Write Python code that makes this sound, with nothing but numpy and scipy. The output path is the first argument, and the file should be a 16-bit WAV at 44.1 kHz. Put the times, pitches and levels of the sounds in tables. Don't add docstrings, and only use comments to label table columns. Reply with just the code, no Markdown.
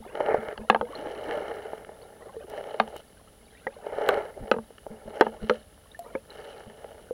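import sys
import numpy as np
from scipy import signal
from scipy.fft import rfft, irfft
from scipy.io import wavfile
from scipy.ndimage import uniform_filter1d

SR = 44100
rng = np.random.default_rng(int(sys.argv[2]) if len(sys.argv) > 2 else 0)


def store_wav(level_fs):
    pcm = np.round(np.clip(np.atleast_2d(level_fs), -1, 1) * 32767)
    wavfile.write(sys.argv[1], SR, pcm.T.astype(np.int16))


N = 314433

# frequency_hz, relative_density_db
WASH_SPECTRUM = [(12, -59), (20, -4), (60, 5), (123, -3), (222, -1), (337, -8.5), (485, -11.5),
                 (1000, -17.5), (1860, -21), (2530, -24.5), (2990, -20.5), (7950, -28), (10200, -21.5),
                 (11100, -28), (16000, -27)]
# pitch_hz, rms_db, flip_rate_hz, phase_swing_rad
WHINE_TONE = (10019, -67.5, 38.5, 1.4)
# start_s, pitch_hz, level_db, rise_octaves_per_s
LARGE_BUBBLES = [(.827, 480, -22.5, 0.5), (.932, 1095, -32, 8), (0.953, 4100, -32.5, 8),
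                 (2.021, 4280, -46.5, 12), (2.222, 1880, -44, 5), (2.366, 452, -27.5, -0.7),
                 (3.275, 1240, -47, 13), (3.668, 510, -17, 4.5), (3.670, 1835, -19, 20),
                 (5.507, 1290, -22.5, 8.5), (5.51, 485, -13.5, 2), (5.916, 3650, -42, 10),
                 (5.947, 1750, -37, 3.5), (5.991, 690, -30.5, 0), (6.155, 510, -20.5, 3.5),
                 (6.153, 2110, -27.5, 25), (6.304, 4100, -36.5, -11), (7.109, 480, -20, 5.5)]
# start_s, end_s, level_db, lowest_pitch_hz
SWARMS = [(0.019, 0.15, -48, 385), (0.554, 0.83, -50, 397), (0.848, 1.499, -44.5, 290),
          (2.201, 2.45, -49, 339), (3.523, 3.66, -63.5, 1400), (3.7, 3.95, -50.5, 405),
          (5.389, 5.491, -59, 298), (6.029, 6.148, -52, 432)]
# pitch_hz, level_db, t60_s
HOUSING_MODES = [(220.5, -23.5, 0.18), (219.2, -30.5, 0.16), (412, -3, 0.018), (439.7, -8.5, 0.085),
                 (480, -8, 0.033), (510, 0, 0.036), (595, -23.5, 0.16), (690, 3, 0.0073), (792, -7, 0.029),
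                 (908, 0.5, 0.012), (890, -10, 0.053), (1220, -9, 0.027), (1335, -6, 0.0069),
                 (1584, -10, 0.021), (1900, -20, 0.014), (2110, -16.5, 0.019), (2620, -16, 0.016),
                 (2770, -6, 0.0075), (3387, -20.5, 0.016), (4100, -22, 0.008), (5440, -37.5, 0.01),
                 (7900, -44, 0.012), (12040, -44.5, 0.0044)]
REGISTER_EDGES_HZ = [300, 640, 1100, 2000, 3700]
TREBLE_CENTRES_HZ = [1400, 2800, 4660]
# start_s, length_s, relative_level_db
SOFT_BUMPS = [(0, 0.014, -43.5), (0.372, 0.023, -38), (0.581, 0.046, -39), (0.777, 0.08, -47),
              (4.385, 0.083, -41.5), (4.57, 0.044, -46.5), (4.894, 0.035, -42), (5.036, 0.064, -47),
              (5.405, 0.06, -36), (6.658, 0.025, -45.5)]
# start_s, relative_level_db
GRAIN_TICKS = [(0.699, -35), (2.499, -36.5), (2.964, -34), (4.088, -21), (5.209, -30), (5.992, -31.5)]
# start_s, relative_level_db, dullness_db_per_octave, hollowness_db, boom_db
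STONE_KNOCKS = [(0.575, -33, 3.5, 4, -8), (0.698, -5, 7, 8.5, -12.5), (0.725, -21.5, 22, 0, -22),
                (0.745, -12.5, 10, 10, -18), (0.758, -18.5, 16.5, 5, -28), (0.81, -17, 14, -3.5, -14.5),
                (2.798, -9, 7.5, 9.5, -12.5), (3.667, -19, 17, -7, -21), (4.088, -10, 7.5, -13, -26),
                (4.513, -8.5, 8, -6, -11.5), (4.538, -19, 21, -10, -8), (4.563, -22.5, 38, -11, -3),
                (4.584, -27, 16.5, -2, -1.5), (5.209, -1.5, 11, 0.5, -25.5), (5.221, -16.5, 15, 3, -17),
                (5.265, -17, 19.5, 0, -9.5), (5.495, -11, 7.5, -8, -9.5), (6.15, -20, 21.5, -8, -24.5)]
# pitch_hz, width_hz, level_db
BED_RESONANCES = [(444, 94, 0.5), (588, 192, -1), (815, 158, -5.5), (1360, 390, -8), (1750, 280, -9.5),
                  (2132, 286, -13), (2960, 353, -12.5), (4000, 870, -25.5), (5580, 1700, -34),
                  (7500, 900, -44), (9600, 1900, -35.5), (11900, 1300, -42.5), (15200, 2340, -45.5)]
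GRADE_EDGES_HZ = [1000, 2600]
# start_s, peak_db, brightness_db
LOUD_PEBBLES = [(0.153, -26.5, -1), (0.204, -14, -21), (0.285, -15, -25), (0.343, -7.5, -29),
                (0.485, -21.5, -9), (1.070, -24.5, -11), (1.31, -19.5, -7), (1.733, -21.5, -30),
                (1.847, -34.5, 7), (1.89, -31, -16.5), (2.742, -25, -12), (2.961, -26.5, -11),
                (3.866, -20, -34), (3.924, -25, -21), (3.984, -18, -20), (4.374, -29.5, -30),
                (4.704, -36.5, -21), (4.782, -34, 13), (4.865, -24.5, -27), (6.843, -29.5, -15)]
# start_s, heaviest_s, end_s, level_db, swell_db, relative_grit_db, relative_sand_db
FOOTFALLS = [(0.151, 0.27, 0.28, -29, 3.3, -14.5, -28), (0.268, 0.306, 0.39, -21, 12.7, -10, -33),
             (0.399, 0.5, 0.53, -35.5, 3, -7.5, -24.5), (0.916, 1.048, 1.38, -37, 1.8, -11.5, -18),
             (1.243, 1.297, 1.78, -30, 12.5, -11, -21.5), (1.745, 1.793, 2.31, -47, 6.8, -12, -23),
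             (2.485, 2.53, 2.96, -35.5, 7.3, -14.5, -20), (2.96, 2.969, 2.985, -44, 4, -7, 0),
             (3.837, 4.132, 4.31, -21.5, 21.7, -12.5, -26), (4.37, 4.495, 4.56, -41, 3.4, -15.5, -25.5),
             (4.856, 4.922, 5.28, -47, 10, -13.5, -28), (5.062, 5.19, 5.374, -36.5, 9.9, -14.5, -20),
             (5.418, 5.546, 5.59, -47, 3.7, -5, -7.5), (6.306, 6.399, 6.63, -44, 3, -8.5, -11.5),
             (6.535, 6.846, 7.06, -47, 4.6, -12.5, -17)]

BUBBLE_T60_S, BUBBLE_HZ = .15, 503
REST_DB, REST_GRIT_DB, REST_SAND_DB = -59.5, -9, -11.5


def amp(db):
    return 10 ** (np.asarray(db) / 20)


def unit(x):
    return x / np.sqrt(np.mean(x ** 2) + 1e-20)


def seconds(length):
    return np.arange(int(length * SR)) / SR


def add(mix, start_s, sound):
    part = mix[max(round(start_s * SR), 0):][:len(sound)]
    part += sound[:len(part)]


def noise(spectrum):
    hz, db = np.transpose(spectrum)
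    shape_db = np.interp(np.log(np.fft.rfftfreq(N, 1 / SR) + 1), np.log(hz + 1), db)
    return unit(irfft(rfft(rng.standard_normal(N)) * amp(shape_db), N))


def drift(hz):
    knots = rng.standard_normal(2000)
    return unit(np.interp(np.arange(N) / SR * hz, np.arange(len(knots)), knots))


def wash(level_db=-56.5, waver_db=1.0, waver_hz=16, hiss_hz=8500):
    steady = noise(WASH_SPECTRUM)
    hiss = signal.sosfiltfilt(signal.butter(4, hiss_hz, "high", fs=SR, output="sos"), steady)
    return amp(level_db) * (steady - hiss + hiss * amp(waver_db * drift(waver_hz)))


def whine():
    t = np.arange(N) / SR
    hz, rms_db, flip_hz, swing_rad = WHINE_TONE
    flips = np.tanh(20 * np.sin(2 * np.pi * flip_hz * t))
    return amp(rms_db) * np.sqrt(2) * np.sin(2 * np.pi * hz * t + swing_rad * flips)


def bubble(hz, rise, onset_s=0.0004):
    t60 = BUBBLE_T60_S * (BUBBLE_HZ / hz) ** 0.24 / np.sqrt(1 + abs(rise))
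    t = seconds(max(t60, .01))
    envelope = (1 - np.exp(-t / onset_s)) * 1000 ** (-t / t60)
    return envelope * np.sin(2 * np.pi * np.cumsum(hz * 2 ** (rise * t)) / SR)


def fizz(per_s=10, level_db=-53, spread_db=3, low_hz=1000, high_hz=4600):
    out = np.zeros(N)
    for when, smallness, distance in rng.random((int(per_s * N / SR), 3)):
        radius = (low_hz / high_hz) ** smallness
        gain = np.sqrt(radius) * amp(level_db - spread_db * np.log(distance + .1))
        add(out, when * N / SR, gain * bubble(low_hz / radius, rise=4.8))
    return out


def stirred_bubbles(per_s=330, high_hz=4200, db_per_octave=-7, spread_db=3):
    out = np.zeros(N)
    for start, hz, db, rise in LARGE_BUBBLES:
        add(out, start, amp(db) * bubble(hz, rise))
    for start, end, db, low_hz in SWARMS:
        length = end - start
        swarm = np.zeros(int((length + BUBBLE_T60_S) * SR))
        for when, smallness, distance in rng.random((500, 3))[:int(per_s * length)]:
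            octaves = smallness * np.log2(high_hz / low_hz)
            gain = amp(db_per_octave * octaves - spread_db * np.log(distance + 0.011))
            add(swarm, when * length, gain * bubble(low_hz * 2 ** octaves, rise=4.8))
        add(out, start, amp(db) * unit(swarm))
    return out


def bumps(ring_db=-1, push_db=-3):
    out, t = np.zeros(N), seconds(.25)
    rumble = noise([(25, 0.5), (60, 2), (200, -9), (450, 6), (900, -26), (3000, -83)])
    boom = sum(amp(db) * 1000 ** (-t / t60) * np.sin(2 * np.pi * hz * t)
               for hz, db, t60 in HOUSING_MODES[:2])
    for start, length, db in SOFT_BUMPS:
        window = np.hanning(int(length * SR))
        push = unit(window * rumble[int(start * SR):][:len(window)])
        ring = signal.fftconvolve(push, boom)
        ring *= np.linalg.norm(push) / np.linalg.norm(ring)
        add(out, start, amp(db + push_db) * push)
        add(out, start, amp(db + ring_db) * ring)
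    return out


def ticks(gain_db=-6, decay_s=0.0024, cut_hz=3000):
    out, t = np.zeros(N), seconds(.02)
    for start, db in GRAIN_TICKS:
        add(out, start, amp(db + gain_db) * np.exp(-t / decay_s) * rng.standard_normal(len(t)))
    return signal.sosfilt(signal.butter(1, cut_hz, "high", fs=SR, output="sos"), out)


def register_levels(dullness, hollow_db, boom_db, knee_hz=927):
    body_db = -10 * np.log10(1 + amp(hollow_db) ** 2)
    clack_db, crack_db, top_db = -dullness * np.log2(np.array(TREBLE_CENTRES_HZ) / knee_hz)
    top_db -= 5.5 + 0.32 * hollow_db
    return boom_db, body_db, body_db + hollow_db, clack_db, crack_db, top_db


def blow(t, chatter=0.05, chatter_s=0.0022, rattle=0.0099, rattle_s=0.014, cut_hz=190):
    scrape = chatter * np.exp(-t / chatter_s) + rattle * np.exp(-t / rattle_s)
    force = (t == 0) + scrape * rng.standard_normal(len(t))
    return signal.sosfilt(signal.butter(2, cut_hz, "high", fs=SR, output="sos"), force)


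def knocks(gain_db=-20, vary_db=1, detune=0.046, delay_s=0.0014, attack_s=0.00041):
    out, t = np.zeros(N), seconds(.2)
    hz, mode_db, t60 = np.transpose(HOUSING_MODES)[:, :, None]
    register = np.digitize(hz[:, 0], REGISTER_EDGES_HZ)
    for start, knock_db, dullness, hollow_db, boom_db in STONE_KNOCKS:
        force = blow(t)
        spot = rng.choice([-1, 1], hz.shape) * amp(mode_db + vary_db * rng.standard_normal(hz.shape))
        shift = detune * rng.standard_normal(hz.shape) * (hz > REGISTER_EDGES_HZ[2])
        cycles = t * hz * (1 + shift)
        swell = (1 - np.exp(-2 * np.pi * cycles)) * (1 - np.exp(-t / attack_s))
        modes = spot * swell * 1000 ** (-t / t60) * np.sin(2 * np.pi * cycles)
        for k, db in enumerate(register_levels(dullness, hollow_db, boom_db)):
            ring = signal.fftconvolve(force, modes[register == k].sum(0))[:len(t)]
            add(out, start + delay_s, amp(knock_db + db + gain_db) * unit(ring))
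    return out


def ping(hz, width_hz):
    t = seconds(.03)
    damping = np.pi * width_hz
    return 2 * damping ** 2 / SR * t * np.exp(-damping * t) * np.cos(2 * np.pi * hz * t)


def clack(bright_db, lag_s=.0012, widening=1.12, sand_db_per_octave=-7):
    stones, grit = np.zeros((2, SR // 20))
    for hz, width_hz, mode_db in BED_RESONANCES:
        rolloff_db = sand_db_per_octave * max(np.log2(hz / GRADE_EDGES_HZ[1]), 0)
        gain = amp(mode_db + rolloff_db + 2 * rng.standard_normal()) * rng.choice([-1, 1])
        grade = stones if hz < GRADE_EDGES_HZ[0] else grit
        add(grade, lag_s * rng.random(), gain * ping(hz, widening * width_hz))
    sound = unit(stones) + amp(bright_db) * unit(grit)
    return sound / abs(sound).max()


def pebbles(load_db, per_s=12, over_db=6, vary_db=3, bright_db=-12, bright_vary_db=8):
    out = np.zeros(N)
    for start, db, brightness_db in LOUD_PEBBLES:
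        add(out, start, amp(db) * clack(brightness_db))
    for when, size, hardness in rng.uniform(-1, 1, (int(per_s * N / SR), 3)):
        at = int(abs(when) * (N - 1))
        peak_db = load_db[at] + over_db + vary_db * size
        add(out, at / SR, amp(peak_db) * clack(bright_db + bright_vary_db * hardness))
    return out


def tread(press_s=0.014, settle_s=0.018):
    t = np.arange(N) / SR
    power = np.full(N, amp(REST_DB) ** 2)
    grit, sand = power * REST_GRIT_DB, power * REST_SAND_DB
    for start, heaviest, end, db, swell_db, grit_db, sand_db in FOOTFALLS:
        eased_db = swell_db * np.interp(t, [start, heaviest, end], [1, 0, 1])
        log_contact = np.minimum((t - start) / press_s, 0) + np.minimum((end - t) / settle_s, 0)
        contact = np.exp(np.maximum(log_contact, -20))
        crunch = (contact * amp(db - eased_db)) ** 2
        power += crunch
        grit += crunch * (grit_db + 0.04 * eased_db)
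        sand += crunch * (sand_db + 0.26 * eased_db)
    return 10 * np.log10(power), grit / power, sand / power


def collisions(per_s, spread_db, clumps_db):
    sizes = amp(spread_db * np.minimum(rng.exponential(1, N), 4) + clumps_db)
    clicks = sizes * (rng.random(N) < per_s / SR)
    local_power = abs(uniform_filter1d(clicks ** 2, size=5000))
    return clicks / np.sqrt(local_power + 1e-9)


def gravel(load_db, grit_db, sand_db, stones_per_s=2600, sand_per_s=700, clump_db=1.86, clump_hz=90):
    spread_db = 4.5 - .085 * (load_db - REST_DB)
    clumps_db = clump_db * drift(clump_hz)
    coarse = collisions(stones_per_s, spread_db, clumps_db)
    fine = collisions(sand_per_s, spread_db=4, clumps_db=clumps_db)
    grades = np.zeros((3, N))
    for hz, width_hz, db in BED_RESONANCES:
        grade = np.digitize(hz, GRADE_EDGES_HZ)
        clicks = fine + .5 * coarse if grade == 2 else coarse
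        excitation = clicks * rng.standard_normal(N)
        add(grades[grade], 0, signal.oaconvolve(excitation, amp(db) * ping(hz, width_hz)))
    stones, grit, sand = map(unit, grades)
    return amp(load_db) * (amp(-1.5) * stones + amp(grit_db - 1) * grit + amp(sand_db - 1) * sand)


def scene():
    load_db, grit_db, sand_db = tread()
    riverbed = gravel(load_db, grit_db, sand_db) + pebbles(load_db)
    housing = knocks() + ticks() + bumps()
    bubbles = stirred_bubbles() + fizz()
    return (riverbed + housing + bubbles + wash() + whine())[None]


def record(dry, ceiling=0.82, edge_hz=16000):
    limited = dry / (1 + (dry / ceiling) ** 6) ** (1 / 6)
    lowpass = signal.firwin(511, edge_hz, window=("kaiser", 9), fs=SR)
    return signal.oaconvolve(limited, lowpass[None], "same")


dry = scene()
out = record(dry)
store_wav(out)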